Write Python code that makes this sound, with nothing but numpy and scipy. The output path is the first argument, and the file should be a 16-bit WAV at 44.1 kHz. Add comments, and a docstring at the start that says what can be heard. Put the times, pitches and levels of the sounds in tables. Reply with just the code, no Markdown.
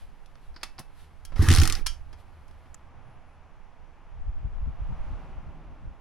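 """The engine of a small dirt bike chugs over three times from one kick and does not start.
Each chug is a short sine boom with a puff of exhaust; ringing noise bursts make the ratchet clicks, and
many tiny ringing contacts make the whirr of the gears. Noise bursts and sines make the lever clack, first
as it folds out and again as it goes back. Behind it, shaped noise makes far cars, clothing and a windy gust
that thumps the microphone on the rider's head. A throttle grip ticks and an insect rasps faintly."""
import sys
import numpy as np
from scipy import signal
from scipy.fft import rfft, irfft
from scipy.io import wavfile

SR = 44100
rng = np.random.default_rng(int(sys.argv[2]) if len(sys.argv) > 2 else 0)


def wav_record(signal):
    """Record a signal, one row per channel, as 16-bit PCM in the file named by sys.argv[1]."""
    frames = np.transpose(np.atleast_2d(signal))
    bounded = np.clip(frames, -1, 1)
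    # unit amplitude maps onto the largest positive 16-bit level
    quanta = np.round(bounded * 32767).astype(np.int16)
    wavfile.write(sys.argv[1], SR, quanta)


N = 264688
TIME = np.arange(N) / SR

# The piston strokes. Each row: start in seconds, level in dB, airbox pitch in Hz, length in seconds,
# level of the opening thud in dB, delay of the exhaust puff in seconds, level of the puff in dB.
STROKES = [(1.3933, -10.5, 78.2, 0.023, -28, 0.029, -21.5), (1.482, -11, 85, 0.058, -17.5, 0.023, -18.5),
           (1.583, -9.5, 80.6, 0.041, -37, .039, -25)]
# The pitches at which the crankcase rings. Each row: pitch in Hz, level in dB, time to fall 60 dB in seconds.
CRANKCASE = [(322, -0.5, .12), (464, -5.5, 0.16), (809, -5, 0.17), (1226, -7.5, 0.14), (1353, -6, .3),
             (1508, -2.5, .1), (1700, -7.5, .08), (1826, -1, 0.13), (1910, 0, .15), (2616, -2.5, .06),
             (3060, -3.5, 0.068), (3648, -8.5, .12), (4340, -7, 0.11), (5226, -7, .1), (6270, -4, .12)]
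# The tone of moving air. Each row: frequency in Hz, level in dB per Hz.
WIND_TONE = [(12, -2), (25, 4), (55, -6.5), (90, -16), (160, -28), (300, -44.5), (700, -69)]


def from_db(db):
    """Turn decibels into a gain."""
    return 10 ** (np.asarray(db) / 20)


def rms_one(x):
    """Scale to unit power."""
    return x / np.sqrt(np.mean(x ** 2) + 1e-20)


def noise(count=N):
    """Two rows of white noise: hiss with equal power at all frequencies."""
    return rng.standard_normal((2, count))


def between(start, end, fade=.02):
    """A gain of one inside a time span, with soft edges."""
    return np.clip(np.minimum(TIME - start, end - TIME) / fade, 0, 1)


def bump(s, length):
    """A bell-shaped rise and fall around a moment."""
    return np.exp(-.5 * ((TIME - s) / length) ** 2)


def swell(s, db, rise_db_per_s, fall_db_per_s):
    """A gain that climbs to a peak and sinks again."""
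    return from_db(db - np.maximum(rise_db_per_s * (s - TIME), fall_db_per_s * (TIME - s)))


def held(start, attack, end, fall_db_per_s):
    """A gain that rises, holds at one and then dies away."""
    return np.clip((TIME - start) / attack, 0, 1) * from_db(-fall_db_per_s * np.maximum(TIME - end, 0))


def dying(t60, count=20000):
    """Exponential decay from 1 that falls 60 dB in t60 seconds."""
    return np.exp(-np.log(1000) * np.arange(count) / SR / t60)


def response(points, tilt=0, size=8192):
    """A filter (minimum-phase impulse response) with a given spectrum, falling away above its last point."""
    hz, db = np.transpose(points)
    octave = np.log2(np.maximum(np.arange(size // 2 + 1), .5) * SR / size)
    shape_db = np.interp(octave, np.log2(hz), db) - 20 * np.maximum(octave - np.log2(hz[-1]), 0)
    tilt_db = tilt * np.maximum(octave, np.log2(hz[0]))
    # folding the cepstrum puts the energy of the response as early as possible
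    cepstrum = irfft(np.log(from_db(shape_db + tilt_db)))
    cepstrum[1:size // 2] *= 2
    cepstrum[size // 2 + 1:] = 0
    return irfft(np.exp(rfft(cepstrum)))


def through(x, impulse):
    """Filter along time by convolution, keeping the length."""
    return signal.fftconvolve(np.atleast_2d(x), np.atleast_2d(impulse), axes=-1)[:, :x.shape[-1]]


def colour(x, points, tilt=0):
    """Give a spectrum to white sound and keep its power."""
    impulse = response(points, tilt)
    return through(x, impulse / np.linalg.norm(impulse))


def spread(pair):
    """Two unrelated signals become left and right, alike in the bass and apart in the treble."""
    # The width of the sound. Each row: frequency in Hz, level of the side signal against the middle in dB.
    side_level = [(60, -15.5), (300, -15.5), (1300, -17), (2400, -10), (4400, -7.5), (8000, -2.5),
                  (15000, -2)]
    return pair[0] + through(pair[1], response(side_level)) * [[1], [-1]]


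def ring(x, hz, t60):
    """A resonance: a unit click sets a dying sine of height 1 going."""
    r = from_db(-60 / (t60 * SR))
    w = 2 * np.pi * hz / SR
    return signal.lfilter([0, np.sin(w)], [1, -2 * r * np.cos(w), r * r], x + 1e-18)


def add(out, s, sound):
    """Mix a sound in at a time in seconds."""
    at = int(s * SR)
    out[:, at:at + sound.shape[-1]] += sound[:, :N - at]


def contact(points, tilt, t60, tail_db, tail_t60):
    """A knock: crowded resonances, heard as noise, that die at once, and a weaker tail."""
    fall = dying(t60) + from_db(tail_db) * dying(tail_t60)
    return colour(noise(len(fall)) * fall, points, tilt)


def chugs(rise_s=0.002, fall_s=0.0021, sag_s=0.08, steepen=0.12, tail_db=-18.5, thud_t60=0.09):
    """Each stroke opens with a thud, draws a few cycles of airbox boom, then puffs unburnt through the pipe."""
    # The hum of tank and frame. Each row: pitch in Hz, level in dB, time to fall 60 dB in seconds.
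    frame_modes = [(91.26, 3, 0.57), (136, -6, 0.57)]
    # The exhaust resonances. Each row: pitch in Hz, width in Hz, level in dB.
    pipe_modes = [(135, 24, -1.5), (200, 25, -6), (252, 22, -5), (327.3, 23, -1.5), (445, 20, -14)]
    # The tone of the opening thud. Each row: frequency in Hz, level in dB per Hz.
    thud_tone = [(60, -10.5), (130, 3), (180, -9.5), (250, -1), (340, -16), (450, -14), (560, -33)]
    out = np.zeros((2, N))
    age = np.arange(SR // 2) / SR
    for s, db, hz, length, thud_db, delay, puff_db in STROKES:
        opening = 1 - np.exp(-age / rise_s)
        valve = opening * np.exp(-age / sag_s - np.maximum(age - length, 0) / fall_s)
        boom = valve * np.sin(2 * np.pi * hz * age)
        boom = boom + steepen * (boom ** 2 + boom ** 3)   # strong pressure swings grow pointed
        hum = np.zeros(len(age))
        for mode_hz, mode_db, t60 in frame_modes:
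            tone = np.sin(2 * np.pi * mode_hz * age)
            hum += from_db(tail_db + mode_db) * tone * dying(t60, count=len(age))
        add(out, s, (from_db(db) * (boom + hum))[None])
        thud = contact(thud_tone, 0, thud_t60, tail_db=-25.5, tail_t60=0.27)[:1]
        add(out, s, from_db(thud_db) * thud)
        puff = np.zeros(len(age))
        for k, (pipe_hz, width, pipe_db) in enumerate(pipe_modes):
            tone = np.sin(2 * np.pi * pipe_hz * age) * np.exp(-np.pi * width * age)
            puff += from_db(pipe_db) * tone * (-1) ** k   # neighbours start in opposite directions
        add(out, s + delay, (from_db(puff_db) * puff)[None])
    return out


def ratchet(vary_db=3.5, tilt_db=1.0, crack_db=1.5, crack_t60=.007, tail_db=-20.5, case_db=-26.0, count=17):
    """Starter teeth ride over each other, faster, then slower with the crank; each rings the crankcase."""
    # The pace of the ratchet. 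Each row: time in seconds, gap to the next tooth in seconds.
    tooth_gap = [(1.4867, .0163), (1.503, .0116), (1.572, .0117), (1.585, .0152), (1.723, .0276)]
    # The tone of a tooth, before each one varies. Each row: frequency in Hz, level in dB per Hz.
    tooth_tone = [(290, -37), (500, -7), (659, -8.5), (784, -2.5), (960, -9.5), (1080, -1.5), (1210, 2.5),
                  (2540, -1), (3200, 1), (5240, 2), (6800, -5), (11500, -7.5), (13300, -28), (15100, -21.5),
                  (16000, -33)]
    tooth_db, fade_db_per_s = -23.5, 12   # later teeth land more softly
    # the first tooth breaks loose under load, the last barely lifts
    accents_db = [1.5] + [0] * (count - 2) + [-6]
    crack = from_db(crack_db) * dying(crack_t60)
    rattle = from_db(-2.5) * dying(0.0317)
    fall = crack + rattle + from_db(tail_db) * dying(.15)
    out, knocks = np.zeros((2, N)), np.zeros(N)
    s = first = tooth_gap[0][0]
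    for accent_db in accents_db:
        landing = [(hz, band_db + rng.normal(0, vary_db)) for hz, band_db in tooth_tone]
        strength = from_db(tooth_db + accent_db - fade_db_per_s * (s - first))
        add(out, s, strength * colour(noise(len(fall)) * fall, landing, tilt_db))
        knocks[int(s * SR)] = strength
        s += np.interp(s, *np.transpose(tooth_gap))
    case = sum(from_db(case_db + db) * ring(knocks * rng.standard_normal(N), hz, t60)
               for hz, db, t60 in CRANKCASE)
    return spread(out) + case


def gears(mesh_db=-3.5, case_db=-10.5, ticks_per_s=1800, size_db=4.5, tick_t60=.025, smooth_db=-8.0,
          take_up_s=.06, vent_db=-38.5, vent_fall_db_per_s=260, grain_share=.25, grain_s=.001, count=40):
    """Gears and chain rattle in small ringing contacts, denser with effort; each exhaust puff adds a hiss."""
    # The tones of the whirr and of its hiss. 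Each row: frequency in Hz, level in dB per Hz.
    whirr_tone = [(120, -38), (200, -4), (330, -9), (384, -13), (446, -13.5), (642, -21), (784, -10.5),
                  (995, -15.5), (1140, -9.5), (1620, -15), (1860, -11), (2300, -18), (4000, -25),
                  (5200, -49.5), (8800, -120)]
    hiss_tone = [(2200, -23), (3700, -1.5), (5500, 2.5), (7200, -7.5), (10000, -4), (11600, -3.5),
                 (13000, -18.5), (15000, -13.5), (16000, -14)]
    turning = between(1.348, 1.84, fade=take_up_s)
    # the gears swell under the boot
    effort = turning * swell(1.51, -31.5, rise_db_per_s=70, fall_db_per_s=43)
    load = effort / effort.max()
    density = np.sqrt(load)
    happens = rng.random(N) < density * ticks_per_s / SR
    size = from_db(size_db * np.clip(rng.standard_normal(N), -2, 2))
    ticks = happens * size * rng.choice([-1, 1], N)
    ticks = ticks / np.sqrt(density + 1e-3)   # sparse ticks are made larger to even out the power
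    # each tick is dealt at random to one of the pitches
    dealt = rng.integers(0, count, N)
    pitches = np.linspace(350, 4000, count)
    grains = sum(ring(ticks * (dealt == k), hz, tick_t60) for k, hz in enumerate(pitches))
    whirr = from_db(smooth_db) * noise()
    whirr[0] += .5 * grains / grains[turning > 0].std()
    whirr = from_db(mesh_db) * colour(whirr * effort, whirr_tone)
    # the crankcase rings mainly under the heaviest load
    shake = noise()[0] * from_db(case_db) * effort * load
    case = sum(from_db(db) * ring(shake, hz, t60) / np.sqrt(t60 * SR / 20) for hz, db, t60 in CRANKCASE)
    # the contacts also spit treble
    spits = signal.lfilter([1], [1, -np.exp(-1 / (grain_s * SR))], ticks ** 2 + 1e-18)
    grainy = np.sqrt(1 - grain_share + grain_share * spits / spits[turning > 0].mean())
    rasp = turning * swell(1.535, -38, rise_db_per_s=98, fall_db_per_s=62) * grainy
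    vents = sum(held(s + delay - .003, .003, s + delay, vent_fall_db_per_s)
                for s, *_, delay, _ in STROKES)
    hiss = colour(noise() * np.hypot(rasp, from_db(vent_db) * vents), hiss_tone)
    return spread(whirr + hiss) + case


def lever(ring_db=3.5, pivot_db=-2.0, folded_s=1.0):
    """Knocks ring the pivot while the lever is folded out and the lever itself afterwards."""
    # Contacts of lever and foot peg, and the dull knocks of the gears engaging near 1.32 and 1.36 s.
    # Each row: start in seconds, level in dB, tilt in dB per octave, time to fall 60 dB in seconds.
    clack_hits = [(0.26, -54.5, 1, 0.018), (0.355, -45.5, -4.5, .011), (0.6318, -29, 1, 0.028),
                  (0.634, -33, -1.5, 0.038), (0.787, -40, -5, 0.082), (0.792, -40.5, 9.5, 0.039),
                  (0.799, -36, -7.5, .028), (1.251, -44, 6, 0.034), (1.321, -46.5, -7, .18),
                  (1.359, -44, -4.5, 0.28), (1.8629, -27, 1.5, 0.017), (1.866, -23, 3, .033),
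                  (2.129, -51, -2, .046), (2.132, -45, -7, .05), (2.481, -64, 3, 0.046),
                  (2.511, -56.5, -3, 0.026), (2.657, -51, -8, .05)]
    # The dry pivot slips as the lever swings out. Each row: start in seconds, level in dB,
    # time to fall 60 dB in seconds.
    pivot_slips = [(0.542, -60, 0.074), (0.562, -46, 0.06), (0.611, -58, 0.15), (0.781, -47, 0.077)]
    # Ringing of the lever and of its pivot. Each row: pitch in Hz, level in dB, time to fall 60 dB in seconds.
    lever_modes = [(1349, -6.5, .33), (1640, 0, 0.0994), (2360, -9.5, 0.18), (2960, -5.5, 0.2),
                   (3250, -3, .13), (3160, -4, 0.15), (3247, -1, 0.17), (4620, -7, 0.12), (4700, -8, 0.2),
                   (5070, -8.5, .15), (5335, -6.5, 0.18), (5600, -6, 0.13), (6277, -11.5, 0.24),
                   (6923, -14.5, .18), (8700, -13.5, .17), (8800, -11, .13)]
    pivot_modes = [(1184, -20, .25), (1954, -11, .18), (2632, -4, .38), (3478, 3, .12), (3640, 1, .1),
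                   (5098, -7, .16)]
    # The tone of a knock, before its tilt. Each row: frequency in Hz, level in dB per Hz.
    clack_tone = [(150, -11), (500, -7.5), (1000, -0.5), (1700, 0.5), (3200, -3), (4000, -4.5),
                  (5200, -0.5), (7500, -13.5), (11000, -10), (13000, -28), (16000, -27)]
    slip_tone = [(600, -2.5), (1500, 3), (3200, -10), (4900, 3.5), (6500, -22), (10000, -28), (13000, -39)]
    out = np.zeros((2, N))
    for s, db, tilt, t60 in clack_hits:
        ringing_db = -19 + 1.8 * min(tilt, 0)   # dull blows ring less
        hit = contact(clack_tone, tilt, t60, tail_db=ringing_db - 1, tail_t60=.22)
        age = np.arange(hit.shape[1]) / SR
        modes, modes_db = (pivot_modes, pivot_db) if s < folded_s else (lever_modes, ring_db)
        for hz, mode_db, mode_t60 in modes:
            strength = from_db(modes_db + ringing_db + mode_db + rng.normal(0, 1.5, (2, 1)))
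            tone = np.sin(2 * np.pi * (hz * age + rng.random((2, 1))))
            hit = hit + strength * tone * dying(mode_t60)
        add(out, s, from_db(db) * hit)
    for s, db, t60 in pivot_slips:
        add(out, s, from_db(db) * contact(slip_tone, 0, t60, tail_db=-17, tail_t60=0.18))
    return spread(out)


def lever_stop(t60=0.05):
    """The lever reaches the bottom of its swing: a short noise burst clinks amid the ratcheting."""
    clink_tone = [(1200, -26.5), (2200, -17.5), (2580, -4), (2900, -15), (6000, -14), (11000, -18)]
    out = np.zeros((2, N))
    add(out, 1.617, from_db(-29) * contact(clink_tone, 0, t60, tail_db=-27, tail_t60=.12))
    return spread(out)


def yard(x, delay_s=0.0043):
    """Ground, wall and parked things scatter a short, duller tail."""
    fall = dying(0.18) * (np.arange(20000) > delay_s * SR)
    tail_tone = [(100, 1.5), (1000, 4.5), (5000, 3.0), (14000, -11.5)]
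    tail = colour(noise(len(fall)) * fall, tail_tone)
    return from_db(-17) * through(x.mean(0), spread(tail / np.linalg.norm(tail[0])))


def grip():
    """One small plastic tick, from two close contacts, as the hand takes a new hold."""
    # The throttle grip ticks in its housing. Each row: start in seconds, level in dB,
    # time to fall 60 dB in seconds.
    grip_ticks = [(2.743, -49, .012), (2.745, -42.5, 0.018)]
    # The tone of the tick. Each row: frequency in Hz, level in dB per Hz.
    grip_tone = [(500, -20), (1400, 4.5), (2500, -12), (4500, -9.5), (7200, 5), (9000, -8), (12000, -11),
                 (14000, -28)]
    out = np.zeros((2, N))
    for s, db, t60 in grip_ticks:
        add(out, s, from_db(db) * contact(grip_tone, 0, t60, tail_db=-40, tail_t60=.05))
    return spread(out)


def sway(sway_hz=18.5, start_s=1.27, end_s=1.734, flutter_db=-6.0, attack_s=0.11):
    """A slow pressure wobble with some turbulence, mostly on the kicking side, the right."""
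    wobble = np.sin(2 * np.pi * sway_hz * (TIME - start_s))
    wave = wobble + from_db(flutter_db) * colour(noise(), WIND_TONE)
    lunge = held(start_s, attack_s, end_s, fall_db_per_s=72)
    return lunge * wave * from_db([[-36], [-16]])   # left, right


def wind(attack_s=0.095):
    """A light breeze comes from the right; then a gust rumbles and its eddies thump each microphone port."""
    # Eddies thump the microphone. Each row: middle in seconds, level in dB, length in seconds,
    # tilt in dB per octave.
    eddies = [(0.027, -39.5, .05, -12), (0.507, -40.5, .04, -8.5), (4.208, -38, 0.023, -7),
              (4.285, -26, 0.014, -3.5), (4.366, -28.5, .013, -11), (4.453, -27, .018, -1),
              (4.635, -25.5, .022, -5.5), (4.685, -26, 0.012, 1), (4.816, -27, 0.017, -3.5),
              (4.915, -29, .02, 0.5), (5.018, -31, 0.032, -10), (5.12, -32, 0.027, -3.5),
              (5.373, -34.5, .014, -6), (5.476, -36, .016, -1.5), (5.698, -41, .03, -5.5),
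              (5.86, -36, 0.037, -3.5)]
    # The tone of a thump, before its tilt. Each row: frequency in Hz, level in dB per Hz.
    eddy_tone = [(20, -5), (50, 4.5), (130, -7), (250, -21), (400, -41.5), (900, -83)]
    breeze_tone = [(12, -4), (25, -0.5), (50, -17.5), (100, -30.0), (300, -54.5)]
    out = from_db([[-54], [-46]]) * colour(noise(), breeze_tone)   # left, right
    gust = from_db(-34.5) * held(4.08, attack_s, 5.03, fall_db_per_s=22.5)
    out += gust * colour(noise(), WIND_TONE)
    for s, db, length, tilt in eddies:
        shape = bump(s, length)
        near = shape > 1e-3   # only work where the thump can be heard
        eddy = shape[near] * colour(noise(near.sum()), eddy_tone, tilt)
        out[:, near] += from_db(db) * np.sqrt(np.mean(shape[near] ** 2)) * rms_one(eddy)
    return out


def surroundings(road_db=-61, air_db=-81, car_hiss_db=-24.5, cloth_db=-75.5, settled_s=2.95):
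    """Far cars swell and fade with distance over a traffic drone, hissing most when closest; clothes rub."""
    # Cars go by on the far road. Each row: closest moment in seconds, level in dB,
    # time to half power in seconds.
    passing_cars = [(2.3, -64, 0.34), (3.06, -59, 0.17), (5.1, -51.5, .3)]
    # Sleeves and boot rub while the rider gets set. Each row: middle in seconds, level in dB,
    # length in seconds.
    cloth_rubs = [(0.01, -67.5, .035), (0.452, -74, 0.027), (1.012, -65, 0.036), (2.2, -69, 0.014)]
    # Tones of the steady road, the cars, the hiss and the drone. Each row: frequency in Hz, level in dB per Hz.
    road_tone = [(76, -23.5), (130, -3.5), (156, -6.5), (179, -10), (320, -14.5), (421, -15), (538, -15),
                 (581, -15.5), (850, -11.5), (1830, -20.5), (2440, -24), (3520, -32.5), (3860, -41.5),
                 (5000, -44.5), (6500, -77), (11000, -120)]
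    car_tone = [(130, -6), (200, -9.5), (420, -15), (600, -10), (830, -7.5), (1200, -11.5), (1800, -20.5),
                (2600, -22.5), (3600, -32), (5000, -42), (6500, -69.5)]
    air_tone = [(2500, -6.5), (4000, 2), (5800, 3.5), (8500, -8), (10000, -5), (11300, -6.5),
                (12500, -19.5), (16000, -17)]
    drone_tone = [(35, -14.5), (60, 1.5), (78, 15), (100, -7), (125, -10.5), (200, -26), (400, -53.5)]
    cloth_tone = [(300, -2.5), (2500, 3.5), (3200, 3.5), (4300, 1), (6300, -8), (8500, -7.5),
                  (11300, -3.0), (12500, -14.0)]
    cars = np.sqrt(sum(from_db(db) ** 2 / (1 + ((TIME - s) / half) ** 2) for s, db, half in passing_cars))
    road = from_db(road_db) * colour(noise(), road_tone) + cars * colour(noise(), car_tone)
    car_hiss = from_db(car_hiss_db) * cars ** 2 / cars.max()
    air = np.hypot(from_db(air_db), car_hiss) * colour(noise(), air_tone)
    drone = swell(1.96, -48.5, rise_db_per_s=10, fall_db_per_s=7) * colour(noise(), drone_tone)
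    # faint rubbing goes on until the rider sits still
    rubbing = from_db(cloth_db) * between(-1, settled_s, fade=0.25)
    rubbing = rubbing + sum(from_db(db) * bump(s, length) for s, db, length in cloth_rubs)
    cloth = rubbing * colour(noise(), cloth_tone)
    return spread(road + air + drone + cloth)


def far_engine(rumble_db=-58.5, hum_t60=0.12):
    """Exhausts of passing cars hum as noise through a resonance; a low rumble swells and fades late on."""
    # Exhaust hums. Each row: middle in seconds, level in dB, length in seconds, pitch in Hz.
    exhaust_hums = [(3.08, -53, 0.085, 120), (5.4, -55, .33, 156.4)]
    hum = sum(from_db(db) * bump(s, length) * rms_one(ring(noise()[0], hz, hum_t60))
              for s, db, length, hz in exhaust_hums)
    rumble_tone = [(100, -14.5), (240, 3.5), (330, -1.0), (450, -9.5), (600, -4.5)]
    rumble = from_db(rumble_db) * colour(noise()[0], rumble_tone)
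    return hum + between(4.78, 6.19, fade=0.48) * rumble


def insect(hz=10300, length_s=0.05):
    """A far insect makes two faint, high rasps: noise through two resonances at one pitch."""
    # Each row: middle in seconds, level in dB.
    insect_calls = [(3.101, -81), (3.31, -84)]
    calls = sum(from_db(db) * bump(s, length_s) for s, db in insect_calls)
    return calls * rms_one(ring(ring(noise(), hz, .003), hz, 0.0033))


def scene():
    """The bike below the microphone, in its yard."""
    # The bike's metal, left against right. Each row: frequency in Hz, level on the left in dB,
    # mirrored on the right.
    left_lean = [(2400, -0.37), (4400, -0.59), (8000, 1.4), (15000, 1.4)]
    right_lean = [(hz, -db) for hz, db in left_lean]
    metal = ratchet() + gears() + lever() + lever_stop()
    metal = through(metal, [response(left_lean), response(right_lean)])
    bike = chugs() + metal
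    return bike + yard(bike) + grip() + sway() + wind() + surroundings() + far_engine() + insect()


def record(dry):
    """A steep low-pass filter cuts the top treble, above 15900 Hz."""
    return signal.sosfilt(signal.ellip(10, .1, 80, 15900, fs=SR, output="sos"), dry)


dry = scene()
out = record(dry)
wav_record(out)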